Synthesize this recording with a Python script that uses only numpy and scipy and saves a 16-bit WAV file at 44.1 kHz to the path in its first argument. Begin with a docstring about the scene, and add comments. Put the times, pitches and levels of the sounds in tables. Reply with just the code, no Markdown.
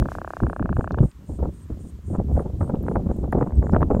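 """A small fish held in the open air drums on its swim bladder for a second, close to a phone.
Each knock is a muscle twitch that rings the bladder and body, with a bright rim.
Gusty wind buffets the microphone throughout: shaped noise with rumble, flutter, crackle and snaps.
An insect chirps far off (rasped wing resonances) and wet fingers tick (ringing noise bursts).
Cloth rustles briefly; an outdoor wash and a faint hiss, both shaped noise, lie under all."""
import sys
import numpy as np
from scipy import signal
from scipy.fft import rfft, irfft
from scipy.io import wavfile
from scipy.ndimage import uniform_filter1d

SR = 44100
rng = np.random.default_rng(int(sys.argv[2]) if len(sys.argv) > 2 else 0)


def wrap_up_sound(samples):
    """Save the sound to the file named by the first command line argument, as 16-bit audio."""
    columns = np.atleast_2d(samples).T
    # keep every value between -1 and 1, then stretch to whole-number steps
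    tamed = np.clip(columns, -1, 1)
    steps = np.round(tamed * 32767).astype(np.int16)
    wavfile.write(sys.argv[1], SR, steps)


N = 176400  # 4 s

# All levels are ahead of the phone's rounding; spectra are relative, as noise() sets rms 1.

# Knocks of the drumming muscle. Each entry: time in seconds.
KNOCK_TIMES_S = [0.0237, 0.0565, 0.0862, 0.1175, 0.1512, 0.1844, 0.2157, 0.2461, 0.2756, 0.3046, 0.3349,
                 0.3677, 0.4024, 0.434, 0.4669, 0.4979, 0.5302, 0.5628, 0.595, 0.6256, 0.6573, 0.6915,
                 0.7272, 0.7671, 0.8086, 0.8428, 0.8751, 0.9076, 0.9437, 0.9848]
# Resonances of bladder and body. Each row: centre in Hz, width in Hz, relative level in dB, signed gain.
BLADDER_MODES = [(327, 64, 3, 1), (660, 173, 3.5, -1.01), (1128, 360, 1.5, 0.91), (1660, 307, 4, -0.98)]
KNOCK_PEAK_DB, KNOCK_GROWTH_DB_PER_S = -15.5, 1.5  # at 0 s; without the rim
TWITCH_S = 0.001
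# Bright rim of each knock, relative to the knock; level at 0 s.
RIM_HZ, RIM_WIDTH_HZ, RIM_DB, RIM_GROWTH_DB_PER_S = 2730, 820, -44, 8

# Wind bed under the gusts. Each row: time in seconds, nominal rumble level in dB, nominal flutter level in dB.
WIND_BED = [(0.0, -26, -25.5), (0.38, -39.5, -50.5), (0.42, -28.5, -41.5), (0.88, -30.5, -36.5),
            (1.05, -17, -46), (1.11, -48.5, -54.5), (1.41, -27.5, -39), (1.57, -40.5, -48.5),
            (2.12, -32.5, -50.5), (2.29, -26.5, -29.5), (2.39, -18, -31), (2.44, -28.5, -34.5),
            (2.96, -28, -23.5), (3.17, -28.5, -31.5), (4.0, -19.5, -27.5)]
# Gusts that slap the port. Each row: start in seconds, base level in dB, crackle level in dB,
# time from start to fall in seconds.
GUSTS = [(0.01, -11, -38, 0.019), (0.417, -14, -40.5, 0.036), (0.466, -21.5, -50, 0.047),
         (0.597, -13.5, -50, 0.02), (0.64, -15, -45, 0.015), (0.69, -14.5, -47, 0.024),
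         (0.781, -5.5, -27.5, 0.015), (0.902, -20, -40.5, 0.045), (0.968, -18.5, -33.5, 0.039),
         (1.002, 2.5, -31, 0.012), (1.023, -6, -29.5, 0.022), (1.287, -20, -44, 0.042),
         (1.385, -14, -33.5, 0.02), (1.421, -10.5, -27.5, 0.031), (1.459, -18.5, -50, 0.027),
         (1.696, -20, -43, 0.036), (1.769, -27, -55.5, 0.05), (1.834, -27.5, -55.5, 0.039),
         (2.075, -19, -46, 0.054), (2.126, -7, -21.5, 0.027), (2.181, -10, -31.5, 0.022),
         (2.286, -25, -46, 0.044), (2.359, -19.5, -25.5, 0.043), (2.453, -36, -31.5, 0.025),
         (2.604, -11.5, -24.5, 0.025), (2.691, -13.5, -23, 0.012), (2.735, -13, -26, 0.016),
         (2.907, -21, -27, 0.014), (2.95, -14.5, -21, 0.023), (3.055, -16, -36.5, 0.014),
         (3.086, -17.5, -26, 0.027), (3.229, -24, -32, 0.018), (3.322, -15.5, -24, 0.03),
         (3.365, -13.5, -31, 0.037), (3.41, -13.5, -26, 0.023), (3.458, -18, -29, 0.018),
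         (3.62, -24, -27.5, 0.023), (3.722, -8, -19, 0.031), (3.747, -10, -19.5, 0.021),
         (3.802, -9, -23, 0.024), (3.898, -21, -21.5, 0.02), (3.927, -21, -37, 0.058)]
# Snaps, single sharp eddies at the port. Each row: centre in seconds, peak in dB.
SNAPS = [(1.456, -27), (2.152, -17), (2.161, -22), (2.2, -32), (2.396, -23), (2.613, -20), (2.631, -24),
         (2.644, -27.5), (2.678, -28), (2.697, -27), (2.705, -24), (2.741, -28), (2.755, -29.5),
         (2.838, -31.5), (2.866, -27), (2.885, -8.5), (2.915, -31), (2.922, -29), (2.959, -9),
         (2.968, -18.5), (3.105, -24), (3.244, -25), (3.328, -9.5), (3.347, -27), (3.367, -29),
         (3.386, -22), (3.392, -23), (3.412, -14), (3.428, -15.5), (3.473, -21.5), (3.508, -25),
         (3.523, -25.5), (3.628, -21), (3.669, -20), (3.696, -15.5), (3.736, -18), (3.748, -7),
         (3.765, -1.5), (3.809, -16), (3.819, -11), (3.83, -7), (3.911, -11.5), (3.949, -12.5)]
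# Spectrum of the deep rumble. Each row: frequency in Hz, relative density in dB per Hz.
RUMBLE_SPECTRUM = [(20, -36), (42, 4.5), (65, 12.5), (400, -21.5), (560, -64.5)]
# Spectrum of the flutter. Each row: frequency in Hz, relative density in dB per Hz.
FLUTTER_SPECTRUM = [(80, 0), (180, 6), (400, -6.5), (700, -34.5), (1400, -47.5), (3000, -88.5)]
# Spectrum of the crackle. Each row: frequency in Hz, relative density in dB per Hz.
CRACKLE_SPECTRUM = [(250, 5), (550, 9), (1000, -8), (1600, -31.5), (2500, -62), (5000, -99)]
# Spectrum of snaps and grains. Each row: frequency in Hz, relative density in dB per Hz.
SNAP_SPECTRUM = [(100, -7.5), (350, 8.5), (800, 8.5), (1300, 1), (2200, -22), (3500, -45.5), (7000, -72)]
GUST_RISE_S, SNAP_BURST_S = 0.0073, 0.0041
GUST_RUMBLE_DB, GUST_FLUTTER_DB = -17, -10  # relative to the gust's base level
BED_CRACKLE_DB, GRAIN_DB = -15, -16  # relative to bed flutter; to gust crackle
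RUMBLE_SPREAD_DB, FLUTTER_SPREAD_DB, GRAIN_SPREAD_DB = 5, 4, 6.4
CRACKLE_SHARED_SPREAD_DB, CRACKLE_OWN_SPREAD_DB = 4.08, 4.908

# Wing resonances, the low band first, then two that form the high band.
# Each row: centre in Hz, width in Hz, relative level in dB (matters within the high band only).
WING_MODES = [(7280, 1300, 0), (8380, 600, 0.5), (9130, 730, -3)]
# Evenly spaced chirps. Each row: low band level in dB, high band level in dB.
CHIRP_LEVELS_DB = [(-72, -67.5), (-66, -68.5), (-66, -66), (-62, -60), (-65, -60.5), (-62, -60.5),
                   (-61.5, -61), (-66, -62), (-69, -63), (-72, -66.5), (-66, -68.5), (-69.5, -71),
                   (-68, -71), (-70, -69)]
CHIRP_FIRST_S, CHIRP_EVERY_S = 0.4555, 0.2635
CHIRP_RISE_S, CHIRP_FALL_START_S, CHIRP_FALL_S = 0.037, 0.13, 0.005

# Wet ticks of fingers and scales. Each row: start in seconds, nominal level in dB, centre in Hz, width in Hz.
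TICKS = [(0.92, -41, 4360, 2500), (.988, -40.5, 3050, 700), (1.114, -48, 2770, 3000),
         (2.828, -44, 14200, 5000), (2.755, -50, 3000, 1500), (3.166, -50, 12000, 8000),
         (3.322, -41, 10500, 8850), (3.554, -49.5, 8200, 600), (3.722, -52.5, 4970, 2020)]
TICK_RISE_S, TICK_FALL_START_S, TICK_DECAY_S = 0.00018, 0.00047, 0.0028

# Brief rustles of cloth. Each row: start in seconds, length setting in seconds, level in dB.
RUSTLES = [(0.074, 0.14, -52.5), (0.253, 0.3, -60)]
# Spectrum of cloth. Each row: frequency in Hz, relative density in dB per Hz.
RUSTLE_SPECTRUM = [(2000, 2.5), (3500, -6), (8000, -2.5), (10500, -9), (13000, -11), (16000, -24)]
# Spectrum of the distant outdoor wash. Each row: frequency in Hz, relative density in dB per Hz.
AIR_SPECTRUM = [(200, -13), (500, -26.5), (1000, -3), (2000, -12), (3200, -23.5), (6000, -53)]
# Spectrum of the microphone hiss. Each row: frequency in Hz, relative density in dB per Hz.
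HISS_SPECTRUM = [(2000, -7), (3000, -2.5), (5000, -6.5), (7500, -4.5), (10500, -12.5), (12500, -8),
                 (16000, -14)]
# Course of the hiss. Each row: time in seconds, level in dB.
HISS_LEVEL = [(0, -60), (.5, -67.5), (.8, -67.5), (1.3, -64.5), (1.9, -63.5), (2.1, -67), (2.4, -64),
              (4, -67.5)]
AIR_DB, AIR_SPREAD_DB = -64.5, 1.4
TOP_HZ = 15800


def undb(db):
    """Amplitude factor of a level in dB."""
    return 10 ** (np.asarray(db, float) / 20)


def curve(table, col):
    """One column of a table, interpolated over time."""
    rows = np.array(table, float)
    return np.interp(np.arange(N) / SR, rows[:, 0], rows[:, col])


def noise(points):
    """Noise of rms 1 with a spectrum of (Hz, dB) points, interpolated over log frequency."""
    rows = np.array(points, float)
    hz = np.maximum(np.arange(N // 2 + 1) * SR / N, 1)
    gain = undb(np.interp(np.log(hz), np.log(rows[:, 0]), rows[:, 1]))
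    x = irfft(rfft(rng.standard_normal(N)) * gain, N)
    return x / x.std()


def ring(x, hz, width_hz):
    """Resonance with gain 1 at its centre."""
    return signal.lfilter(*signal.iirpeak(hz, hz / width_hz, fs=SR), x)


def walk(rate_hz):
    """Random levels held 1 / rate s and smoothed; spread 1."""
    hold = int(SR / rate_hz)
    steps = np.repeat(rng.standard_normal(N // 50), hold)[:N]
    w = uniform_filter1d(steps, hold)
    return w / w.std()


def swell(start_s, rise_s, fall_start_s, fall_s):
    """Linear rise, hold, exponential fall; fall_start_s counts from the start."""
    t = np.arange(N) / SR - start_s
    return np.clip(t / rise_s, 0, 1) * np.exp(-np.maximum(t - fall_start_s, 0) / fall_s)


def fish():
    """Each twitch jolts the bladder, which rings for a few milliseconds; a bright rim follows."""
    t = np.arange(1024) / SR
    twitch = np.sin(np.pi * np.clip(t / TWITCH_S, 0, 1)) ** 2
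    jolt = np.gradient(twitch)
    knock = sum(sign * undb(db) * ring(jolt, hz, w) for hz, w, db, sign in BLADDER_MODES)
    knock /= np.abs(knock).max()
    beats = np.zeros(N)
    for s in KNOCK_TIMES_S:
        beats[int(s * SR)] = undb(KNOCK_PEAK_DB + KNOCK_GROWTH_DB_PER_S * s)
    rim_gain = undb(RIM_DB + RIM_GROWTH_DB_PER_S * np.arange(N) / SR)
    rim = np.roll(beats, int(TWITCH_S * SR)) * rim_gain * SR / RIM_WIDTH_HZ
    for _ in range(3):
        rim = ring(rim, RIM_HZ, RIM_WIDTH_HZ)
    return np.convolve(beats, knock)[:N] + rim


def wind_snaps(air):
    """Single sharp eddies: short noise bursts through a pulse with the spectrum of air."""
    k = int(SNAP_BURST_S * SR)
    white = rng.standard_normal(N)
    pulse = np.roll(irfft(np.abs(rfft(air)), N), 256)[:512] * np.hanning(512)
    snaps = np.zeros(N)
    for s, db in SNAPS:
        i = int((s - SNAP_BURST_S / 2) * SR)
        piece = np.convolve(white[i:i + k] * np.hanning(k), pulse)
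        snaps[i - 256:i + k + 255] += piece * undb(db) / np.abs(piece).max()
    return snaps


def wind():
    """Turbulence at the port: rumble, patchy flutter and grainy crackle swell in gusts; snaps on top."""
    slaps = [swell(s, GUST_RISE_S, length, length / 3) for s, _, _, length in GUSTS]
    gust = sum(undb(row[1]) * slap for row, slap in zip(GUSTS, slaps))
    grit = sum(undb(row[2]) * slap for row, slap in zip(GUSTS, slaps))
    bed = undb(curve(WIND_BED, 2))
    shared = walk(110)  # patchiness common to flutter and crackle

    rumble_bed = undb(curve(WIND_BED, 1) + RUMBLE_SPREAD_DB * walk(28))
    rumble = noise(RUMBLE_SPECTRUM) * (rumble_bed + undb(GUST_RUMBLE_DB) * gust)

    flutter = noise(FLUTTER_SPECTRUM) * (bed + undb(GUST_FLUTTER_DB) * gust)
    flutter *= undb(FLUTTER_SPREAD_DB * shared)

    crackle = noise(CRACKLE_SPECTRUM) * (undb(BED_CRACKLE_DB) * bed + grit)
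    crackle *= undb(CRACKLE_SHARED_SPREAD_DB * shared + CRACKLE_OWN_SPREAD_DB * walk(260))

    air = noise(SNAP_SPECTRUM)
    grain_gain = undb(GRAIN_DB + GRAIN_SPREAD_DB * np.clip(walk(300), -2, 2))
    grains = np.roll(air, N // 2) * grit * grain_gain
    return rumble + flutter + crackle + wind_snaps(air) + grains


def insect():
    """A rasp rings two wing bands in evenly spaced chirps; their balance changes from chirp to chirp."""
    rasp = rng.standard_normal(N)
    bands = []
    for hz, w, db in WING_MODES:
        gain = undb(db + 2.2 * walk(25.14) + 2.2 * walk(4.98))
        bands.append(gain * ring(ring(rasp, hz, w), hz, w))
    low, high = bands[0], sum(bands[1:])
    starts_s = [CHIRP_FIRST_S + k * CHIRP_EVERY_S for k in range(len(CHIRP_LEVELS_DB))]
    shapes = np.array([swell(s, CHIRP_RISE_S, CHIRP_FALL_START_S, CHIRP_FALL_S) for s in starts_s])
    low_level, high_level = undb(CHIRP_LEVELS_DB).T @ shapes
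    return low / low.std() * low_level + high / high.std() * high_level


def ticks():
    """Wet contacts: tiny bursts of noise, each rung at its own colour."""
    white = rng.standard_normal(N)
    total = np.zeros(N)
    for s, db, hz, w in TICKS:
        burst = white * swell(s, TICK_RISE_S, TICK_FALL_START_S, TICK_DECAY_S)
        bandwidth_gain = np.sqrt(SR / w / 4)  # offsets the loss in a narrow band
        total += undb(db) * ring(ring(burst, hz, w), hz, w) * bandwidth_gain
    return total


def cloth():
    """Rustling friction: shaped noise in brief swells."""
    level = sum(undb(db) * swell(s, 0.037, length / 2, length / 3) for s, length, db in RUSTLES)
    return level * noise(RUSTLE_SPECTRUM)


def outdoor_wash():
    """Distant outdoor air: shaped noise that wavers slightly."""
    return undb(AIR_DB + AIR_SPREAD_DB * walk(9.07)) * noise(AIR_SPECTRUM)


def hiss():
    """Microphone hiss: shaped noise with a slowly varying level."""
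    return undb(curve(HISS_LEVEL, 1)) * noise(HISS_SPECTRUM)


def scene():
    """Sum of all sources, one channel."""
    return (fish() + wind() + insect() + ticks() + cloth() + outdoor_wash() + hiss())[None]


def record(dry):
    """The phone rounds the loudest peaks and cuts the top."""
    rounded = np.tanh(0.95 * dry) / 1.224
    low_pass = signal.ellip(10, 0.2, 80, TOP_HZ, fs=SR, output="sos")
    return signal.sosfilt(low_pass, rounded)


dry = scene()
out = record(dry)
wrap_up_sound(out)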